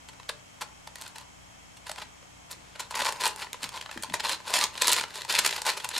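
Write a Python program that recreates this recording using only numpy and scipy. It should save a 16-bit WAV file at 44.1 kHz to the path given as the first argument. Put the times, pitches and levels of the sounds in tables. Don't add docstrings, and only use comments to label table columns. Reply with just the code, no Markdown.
import sys
import numpy as np
from scipy import signal
from scipy.fft import rfft, irfft, next_fast_len
from scipy.io import wavfile
from scipy.ndimage import uniform_filter1d, map_coordinates

SR = 44100
rng = np.random.default_rng(int(sys.argv[2]) if len(sys.argv) > 2 else 0)


def pcm_store(signal):
    levels = np.round(np.clip(np.atleast_2d(signal), -1, 1) * 32767)
    wavfile.write(sys.argv[1], SR, levels.astype(np.int16).T)


N = 264159
FRAME = 2048
LEAD = 512

# time of the main blow in seconds, level in dB averaged over 8 ms,
# hollow knock in dB, bright snap in dB, length of the flurry in ms.
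CLACKS = [(0.0885, -42.5, -2, 0, 2.4), (0.134, -51, 3, -2, 1.6), (0.1987, -45, 4, -10, 1.4),
          (0.231, -51.5, -1, -13, 0.7), (0.2937, -29, 5, -1, 2.05), (0.6105, -38.5, 4, -1, 1.2),
          (0.6155, -35.5, 8, 7, 1.2), (0.6206, -30, 8, 3.5, 3.6), (0.8739, -39, 10, 0, 1.1),
          (0.9567, -40.5, 4.5, 9, 0.74), (1.0129, -41.5, 8, 17, 0.5), (1.0208, -40, -5, 8, 0.54),
          (1.0515, -48.5, 8, -1, 1.1), (1.0633, -41.5, -3, -5, 1.3), (1.0785, -45.5, -10, 10, 1.1),
          (1.159, -44.5, -3, 3, 1.6), (1.1833, -42.5, -8, 9, 0.65), (1.211, -51, 15, 11, 1.3),
          (1.771, -48.5, 4, 3, 1.9), (1.8803, -49, -13, 6, 1), (1.8957, -34, 13, 5, 1.3),
          (1.9154, -34.5, 3, 5.5, 0.67), (1.9598, -44, -8, -5, 0.8), (1.9834, -36.5, 8.5, -7, 2.2),
          (2.0207, -36.5, 0, -17, 2.7), (2.227, -53, 13, -8, 1.6), (2.5154, -37.5, 10, 22.5, 3.3),
          (2.53, -47.5, -4, 5, 0.83), (2.7568, -42.5, 2.5, -9, 2.7), (2.7965, -34, 3, 3, 1.3),
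          (2.804, -33, 2, 5, 2.2), (2.909, -38, 15, 10, 0.57), (2.924, -38, 11, -1, 1.47),
          (2.9432, -33.5, -2, -26, 1.4), (2.9552, -28, 4, 2.5, 2), (3.0065, -29, -6, -24, 0.81),
          (3.0186, -27, 4, -5, 1.6), (3.0536, -28.5, 6, -4, 0.35), (3.0668, -27, 0, -10, 0.52),
          (3.0913, -30, 5, 2, 1.6), (3.1237, -34, 7, 9, 0.5), (3.2107, -32.5, 8, 0, 2.5),
          (3.2558, -26, 2, 8, 0.92), (3.277, -30, -8, 22, 0.8), (3.361, -40.5, 2, 13, 0.2),
          (3.425, -32.5, -6, -16, 3.4), (3.4692, -44, 3, -26, 1.16), (3.531, -34, -11, 7, 0.32),
          (3.5433, -38.5, 6, -11, 1.4), (3.6313, -32, -6, 4, 1.3), (3.6413, -32, -15, -1, 0.57),
          (3.691, -38.5, 3, 7, 0.7), (3.775, -38, -5, -12, 0.7), (3.8124, -38, -4, -3, 0.96),
          (3.8254, -43, 4, -1, 0.7), (3.8607, -38.5, 5, -13, 0.7), (3.8935, -39.5, 9, -22, 1.7),
          (3.913, -38, 0, 0, 1.04), (3.976, -39, 1, -5, 0.41), (4.025, -37, -9, 10, 1.1),
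          (4.0347, -31.5, 4.5, 10, 1.3), (4.0984, -40, 6, -2, 0.96), (4.1223, -42, 3, -12, 0.55),
          (4.1412, -25, 7, 7, 2.2), (4.1995, -31, -5, -8, 2.2), (4.2048, -31, -2, -6, 0.89),
          (4.2944, -27, 0, 4, 1.2), (4.3249, -34.5, 4, 4, 1.21), (4.403, -43, 14, -5, 1.87),
          (4.479, -35, 13, 6, 3), (4.5037, -33.5, 16, 7, 3.3), (4.539, -24, -9, 5, 0.49),
          (4.5434, -21.5, 2, 2, 5.3), (4.5648, -21, -0.5, 1.5, 5.6), (4.5886, -25.5, -3, 3, 1),
          (4.6118, -24.5, -20, -3, 0.41), (4.6394, -22, -20, 3.5, 1.1), (4.754, -39, -1, -19, 0.4),
          (4.778, -36, -10, -1, 0.37), (4.8205, -18.5, -0.5, 5, 1.8), (4.8724, -23.5, -14, 12, 0.7),
          (4.881, -18.5, -2.5, 10.5, 0.9), (4.8927, -25, -3, 11, 1.4), (4.9029, -31, 1, -11, 1.2),
          (4.9175, -23.5, -14, 11, 1.2), (4.9248, -24, -9, 7, 1.5), (4.9311, -20.5, -7, 14, 1.2),
          (4.964, -27.5, -5, 2, 1.1), (5.011, -29, 0.5, -1, 0.7), (5.0383, -30.5, -1.5, -10, 0.9),
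          (5.1062, -46, 0, -6, 0.71), (5.1846, -41, 8, -4, 0.9), (5.2184, -35.5, -8, -1, 1.04),
          (5.2489, -36, 5.5, 2, 1.06), (5.2963, -30.5, 2, 5, 2.2), (5.3256, -28.5, -7, 10, 1.97),
          (5.3902, -17, -4.5, 3.5, 1.6), (5.4622, -19.5, -3, 6.5, 1.02), (5.492, -30, -7, -8, 0.63),
          (5.5094, -31, -13, -3, 1.4), (5.5268, -29.5, -3, -14, 0.59), (5.5802, -33, 5, -10, 4.6),
          (5.6188, -31.5, 0.5, 9, 0.8), (5.6793, -27, 8, -1, 3.5), (5.7743, -30.5, 3.5, 2.5, 2.8),
          (5.8015, -36, 0, -6, 3), (5.8526, -35.5, 9, -2, 0.85), (5.89, -32.5, 3, 16, 0.53),
          (5.914, -36, -3, -8, 2.7), (5.9632, -29, -9, -8, 1.8), (5.9809, -28.5, -4, 9, 1)]


def clacks(rows, rise=0.67, strike=0.87):
    out = np.zeros(N)
    hz, colours = piece_colours(own_db=2.5, count=len(rows))
    knock = 1 / (1 + (np.log2((hz + 1) / 740) / 0.86) ** 4)
    snap = 1 - 1 / (1 + (hz / 5500) ** 4)
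    times, levels, knocks, snaps, lengths = np.transpose(rows)
    colours = colours + np.outer(knocks, knock) + np.outer(snaps, snap)
    pieces = scattered(causal(colours), spread_s=0.0003893)
    ms = (np.arange(FRAME) - LEAD) * 1000 / SR
    flurries = contacts(rate=5000, scatter_db=4.5, shape=(len(rows), FRAME))
    for start, db, length, piece, flurry in zip(times, levels, lengths, pieces, flurries):
        distance = np.maximum(ms, -ms / rise)
        force = flurry * np.exp(-distance / (2 * max(length, .1)))
        force /= np.linalg.norm(force) + 1e-12
        force[LEAD] += strike / (1 + length ** 2)
        ring = signal.fftconvolve(even(force), piece)
        ring *= np.sqrt(.008 * SR) / np.linalg.norm(ring)
        add(out, amp(db) * ring, round(start * SR) - LEAD)
    return out


def contacts(rate, scatter_db, shape):
    hit = rng.random(shape) < rate / SR
    direction = np.sign(rng.standard_normal(shape))
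    size = amp(scatter_db * np.clip(rng.standard_normal(shape), -2, 1.6))
    return hit * direction * size


def even(force):
    spectrum = rfft(force)
    broad_power = uniform_filter1d(np.abs(spectrum) ** 2, size=36)
    return irfft(spectrum / np.sqrt(np.abs(broad_power) + 1e-12))


# frequency in Hz, width in Hz, height in dB above the broad colour.
CAVITIES = [(405, 99, 3), (599, 107, 7.5), (875, 174, 11.5), (1005, 137, 8), (1440, 180, 3.5),
            (1826, 520, 4), (2460, 350, 2), (3180, 700, 2.5), (4400, 1370, 4), (5440, 300, 1),
            (6970, 2000, 4.5), (8480, 930, 2)]
# frequency in Hz, level in dB per Hz.
PLASTIC = [(60, -48), (200, -12.5), (300, -12.5), (450, -5.5), (750, -8), (1250, -3), (2000, -1),
           (4300, -1), (6200, -7), (10000, -7), (12500, -14), (15000, -23.5), (16500, -43)]


def piece_colours(own_db, count):
    hz = np.fft.rfftfreq(FRAME, 1 / SR)
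    body = along(PLASTIC, hz) + resonances(CAVITIES, hz)
    return hz, body + own_db * ripple(count)


def scattered(responses, spread_s, slow_hz=1200):
    hz = np.fft.rfftfreq(FRAME, 1 / SR)
    low_is_late = 1 + 2 / (1 + (hz / slow_hz) ** 2)
    delay_s = spread_s * (.5 + np.abs(ripple(len(responses)))) * low_is_late
    phase = -2 * np.pi * np.cumsum(delay_s, axis=1) * SR / FRAME
    paths = irfft(np.exp(1j * phase))[:, :LEAD]
    return signal.fftconvolve(responses, paths, axes=1)[:, :FRAME]


# start in seconds, starting level in dB, pitch in Hz.
PINGS = [(0.292, -19, 3880), (0.294, -30, 930), (0.618, -34, 610), (2.513, -33.5, 4320),
         (2.529, -30.5, 4300), (3.531, -36, 4270), (3.813, -27.5, 3220), (3.975, -24.5, 1770),
         (4.14, -15, 1830), (4.901, -21, 3700), (4.924, -13, 3600), (5.389, -17.5, 1901)]


def pings(decay_s=0.0013, rough=0.64):
    out, t = np.zeros(N), np.arange(SR // 25) / SR
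    for start, db, hz in PINGS:
        drift = rough * unit(uniform_filter1d(rng.standard_normal(len(t)), size=60))
        ring = np.exp(-t / decay_s) * np.sin(2 * np.pi * hz * t + drift)
        add(out, amp(db) * ring, round(start * SR))
    return out


# start in seconds, length in seconds, relative level in dB,
# swell from start to end in dB, hollow drone in dB, gritty edge in dB.
TURNS = [(0.968, 0.12, -48.5, 0, 0, 0), (1.159, 0.066, -50, -3, 6, -4), (1.864, 0.057, -44.5, -2, -2, -1.5),
         (1.972, 0.047, -46.5, 6, 1, -1.5), (2.505, 0.022, -45.5, -2, 0, -0.5),
         (2.801, 0.008, -39, 3, 0.5, 2), (2.91, 0.035, -44.5, -5, -2, -1), (2.97, 0.12, -32.5, 1, 5.5, -4),
         (3.107, 0.069, -42.5, 3, 5, -7), (3.201, 0.068, -28.5, 7.5, 1.5, 0),
         (3.295, 0.018, -41, -3, 2, -2), (3.384, 0.036, -38, 3.5, 2.5, -4.5),
         (3.625, 0.019, -35, -1, 1, -1), (3.725, 0.046, -41.5, 5, 5.5, 1), (3.916, 0.02, -43.5, 2, 1, -3),
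         (4.037, 0.02, -44.5, -6, 5, 1), (4.144, 0.0088, -40, 3, 4, 1), (4.242, 0.082, -31.5, 2, 3.5, 3),
         (4.465, 0.074, -35, 0, 3, 0.5), (4.545, 0.106, -31, -2, 1.5, 3), (4.735, 0.068, -42.5, 7, 0, 0),
         (4.815, 0.11, -28, 6, -1.5, 5.5), (4.94, 0.072, -30, -4, -2, 1.5),
         (5.146, 0.071, -38.5, -6, -4, 2.5), (5.3, 0.103, -28, -4.5, -2, 2),
         (5.449, 0.033, -25.5, -5.5, -6, -1.5), (5.491, 0.092, -35, 2.5, -3.5, -1),
         (5.662, 0.041, -25.5, -1.5, -1, -1), (5.846, 0.013, -36, -7, 1, -2),
         (5.941, 0.044, -35.5, -1, -1.5, 6.5)]
ATTACK_DB_PER_S, RELEASE_DB_PER_S = 882, 340
FIDGET_FROM_S, FIDGET_DB, FIDGET_DB_PER_S = 2.6, -57, 3.5


def turning():
    t = np.arange(N) / SR
    busy_s = t - FIDGET_FROM_S
    loudest = FIDGET_DB + np.minimum(FIDGET_DB_PER_S * busy_s, ATTACK_DB_PER_S * busy_s)
    hollow_db, edge_db = np.zeros(N), np.zeros(N)
    for start, length, db, swell, hollow, edge in TURNS:
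        age = t - start
        held = db + swell * (np.clip(age / length, 0, 1) - .5)
        attack = ATTACK_DB_PER_S * np.minimum(age, 0)
        release = RELEASE_DB_PER_S * np.maximum(age - length, 0)
        level = held + attack - release
        leads = level > loudest
        loudest[leads], hollow_db[leads], edge_db[leads] = level[leads], hollow, edge
    return loudest, hollow_db, edge_db


# frequency in Hz, change of colour in dB.
RATTLE_COLOUR = [(200, -1.6), (500, 0.7), (900, -0.28), (8000, -1.2), (14000, -1.5)]


def rattle(level_db=-2, slow_tilt_db=-3, count=8):
    turn_db, hollow_db, edge_db = turning()
    hz, colours = piece_colours(own_db=4, count=count)
    colours = colours + along(RATTLE_COLOUR, hz)
    pieces = scattered(causal(colours), spread_s=0.000295)
    busy = amp(4.2 * np.array([wobble(45) for _ in range(count)]))
    taps = busy * contacts(rate=260, scatter_db=3.5, shape=(count, N))
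    chatter = unit(signal.fftconvolve(taps, pieces, axes=1)[:, :N].sum(0))
    dull = filtered(chatter, lambda f: amp(slow_tilt_db * np.log2(1 + f / 5000)))
    speed = np.clip((turn_db + 57) / 24, 0, 1)
    slide = speed * chatter + (1 - speed) * dull
    hollow = (amp(hollow_db) - 1) * band(slide, hz=950, width_hz=540)
    edge = (amp(edge_db) - 1) * band(slide, hz=3750, width_hz=1300)
    catching = unit(amp(1.74 * wobble(200)))
    return amp(turn_db + level_db) * catching * (slide + hollow + edge)


LOOSE_PER_S, LOOSE_DB, LOOSE_SCATTER_DB = 45, -2, 2
LOOSE_KNOCK_DB, LOOSE_SNAP_DB, LOOSE_COLOUR_DB = -0.5, 1, 6
LOOSE_MS = 0.92


def stray_clicks(count=8):
    rows = []
    chances = rng.uniform(-1, 1, (len(TURNS), count, 4))
    for (start, length, db, swell, _, _), draws in zip(TURNS, chances):
        for k, (early, size, knock, snap) in enumerate(draws):
            age = (k + .5 + early / 2) / LOOSE_PER_S
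            level = db + swell * (age / length - .5) + LOOSE_DB + LOOSE_SCATTER_DB * size
            knock_db = LOOSE_KNOCK_DB + LOOSE_COLOUR_DB * knock
            snap_db = LOOSE_SNAP_DB + LOOSE_COLOUR_DB * snap
            if age < length:
                rows.append((start + age, level, knock_db, snap_db, LOOSE_MS))
    return rows


# start in seconds, level at the peak in dB, middle pitch in Hz,
# time to the peak in seconds.
BUMPS = [(2.568, -56, 340, 0.0076), (3.632, -47, 260, 0.006), (3.65, -46.5, 135, 0.0066),
         (3.961, -36, 301, 0.0033), (3.972, -41, 224, 0.0039), (4.086, -46.5, 238, 0.0098),
         (4.109, -39.5, 190.4, 0.0038), (4.123, -43.5, 134, 0.01)]


def fingers(sag=0.53, rough=0.43):
    out, t = np.zeros(N), np.arange(SR // 6) / SR
    for start, db, hz, length in BUMPS:
        u = t / length
        pitch = hz * (1 + sag * (np.exp(-u / 2) - .5))
        phase = 2 * np.pi * np.cumsum(pitch) / SR
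        swell = u * np.exp(1 - u)
        add(out, amp(db) * swell * np.sin(phase + rough * wobble(194)[:len(t)]), round(start * SR))
    return out


# frequency in Hz, time to fall by 60 dB in seconds.
RING_TIMES = [(200, 0.37), (800, 0.37), (2500, 0.19), (6000, 0.2), (14000, 0.11)]
# frequency in Hz, side over middle in dB.
ROOM_WIDTH = [(300, -4), (1000, -10), (2000, -6), (4000, -1.5), (9000, -4)]


def tails(build_s=0.0019):
    hz, t, z = signal.stft(rng.standard_normal((2, SR // 3)), SR, nperseg=256)
    decay = amp(-60 * t / along(RING_TIMES, hz)[:, None])
    z = z * decay * (1 - np.exp(-t / build_s))
    z[1] *= amp(along(ROOM_WIDTH, hz))[:, None]
    mid, side = signal.istft(z, SR, nperseg=256)[1]
    return np.array([mid + side, mid - side]) / np.linalg.norm(mid)


# frequency in Hz, relative level in dB.
ROOM_COLOUR = [(300, 1), (1000, -3.5), (2500, 1.5), (4000, -1.5), (8000, 1), (14000, -5)]


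def room(x, count=12):
    place = np.arange(N) / SR * 12 % count
    wet = np.zeros((2, N))
    for k in range(count):
        away = np.abs((place - k + count / 2) % count - count / 2)
        share = np.sqrt(np.clip(1 - away, 0, 1))
        wet += signal.oaconvolve((x * share)[None], tails(), axes=1)[:, :N]
    return filtered(wet, lambda hz: amp(along(ROOM_COLOUR, hz)))


# frequency in Hz, likeness
ALIKE = [(60, 1), (180, -0.59), (550, -0.48), (1650, -0.23), (4970, -0.09), (15000, 0.96)]


def noise(spectrum, peaks=()):
    def mid_and_side(hz):
        gain = amp(along(spectrum, hz) + resonances(peaks, hz))
        angle = np.arccos(np.clip(along(ALIKE, hz), -1, 1)) / 2
        return gain * np.array([np.cos(angle), np.sin(angle)])

    mid, side = filtered(rng.standard_normal((2, N)), mid_and_side)
    return unit(np.array([mid + side, mid - side]))


def tones(rows, drift):
    t = np.arange(N) / SR
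    out = np.zeros(N)
    for hz, db in rows:
        out += np.sqrt(2) * amp(db) * np.sin(2 * np.pi * hz * t + drift * wobble(5.3))
    return out


# frequency in Hz, relative level in dB per Hz.
HISS = [(200, -9), (450, -5.5), (760, 0), (1150, -3), (1600, -7), (2300, -6), (3600, -12), (5000, -14.5),
        (8000, -15), (9300, -22.5), (11500, -24), (14000, -35), (16000, -42)]
RUMBLE = [(20, -28), (40, -16), (60, -14), (85, -5.5), (130, 8), (190, -3.5), (260, 5.5), (500, -48)]
# frequency in Hz, width in Hz, height in dB.
HISS_PEAKS = [(3270, 120, 3), (5450, 300, 7), (6680, 350, 8.5), (7130, 320, -3), (7630, 320, 6.5),
              (10230, 710, 5.5)]
# frequency in Hz, relative level in dB.
HUM = [(59.5, -65.5), (62.5, -70.5), (87, -67), (106, -77), (120, -70.5), (180, -66.5), (300, -72)]
WHINE = [(2175, -71), (2630, -73), (3085, -70), (3277, -70.5), (6362, -71.5)]


def background(hum_db=-1, whine_db=-1):
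    air = amp(-52.5) * noise(HISS, HISS_PEAKS) + amp(-60.5) * noise(RUMBLE)
    hum = amp(hum_db) * tones(HUM, drift=1.0)
    whine = amp(whine_db) * tones(WHINE, drift=2.4)
    return air + hum + whine


def amp(db):
    return 10 ** (np.asarray(db) / 20)


def unit(x):
    return x / np.sqrt(np.mean(x ** 2) + 1e-20)


def along(points, hz):
    f, v = np.transpose(points)
    return np.interp(np.log(hz + 1), np.log(f), v)


def resonances(rows, hz):
    return sum(db / (1 + (2 * (hz - f) / width) ** 2) for f, width, db in rows)


def ripple(count):
    rough = rng.standard_normal((count, FRAME // 2 + 1))
    return unit(uniform_filter1d(uniform_filter1d(rough, size=14, axis=1), size=8, axis=1))


def wobble(rate):
    points = rng.standard_normal(int(N * rate / SR) + 4)
    return map_coordinates(points, [np.arange(N) * rate / SR])


def filtered(x, response):
    m = next_fast_len(N + SR // 2)
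    return irfft(rfft(x, m) * response(np.fft.rfftfreq(m, 1 / SR)), m)[..., :N]


def band(x, hz, width_hz):
    return filtered(x, lambda f: 1 / (1 + (2 * (f - hz) / width_hz) ** 4))


def causal(db):
    cepstrum = irfft(np.log(np.maximum(amp(db), 1e-6)))
    cepstrum[..., 1:FRAME // 2] *= 2
    cepstrum[..., FRAME // 2 + 1:] = 0
    return irfft(np.exp(rfft(cepstrum)))


def add(track, sound, start):
    part = track[max(start, 0):max(start + len(sound), 0)]
    part += sound[max(-start, 0):][:len(part)]


# frequency in Hz, left minus right in dB.
BALANCE = [(250, 2.5), (1000, 1.7), (2000, 2), (4000, -0.2), (12000, -1.5)]


def scene():
    air = background()
    cube = clacks(CLACKS) + pings() + rattle() + fingers() + clacks(stray_clicks())
    mix = cube + amp(-10.5) * room(cube) + air
    return filtered(mix, lambda hz: amp(np.outer([.5, -.5], along(BALANCE, hz))))


def record(dry):
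    return filtered(dry, lambda hz: hz < 16000)


dry = scene()
out = record(dry)
pcm_store(out)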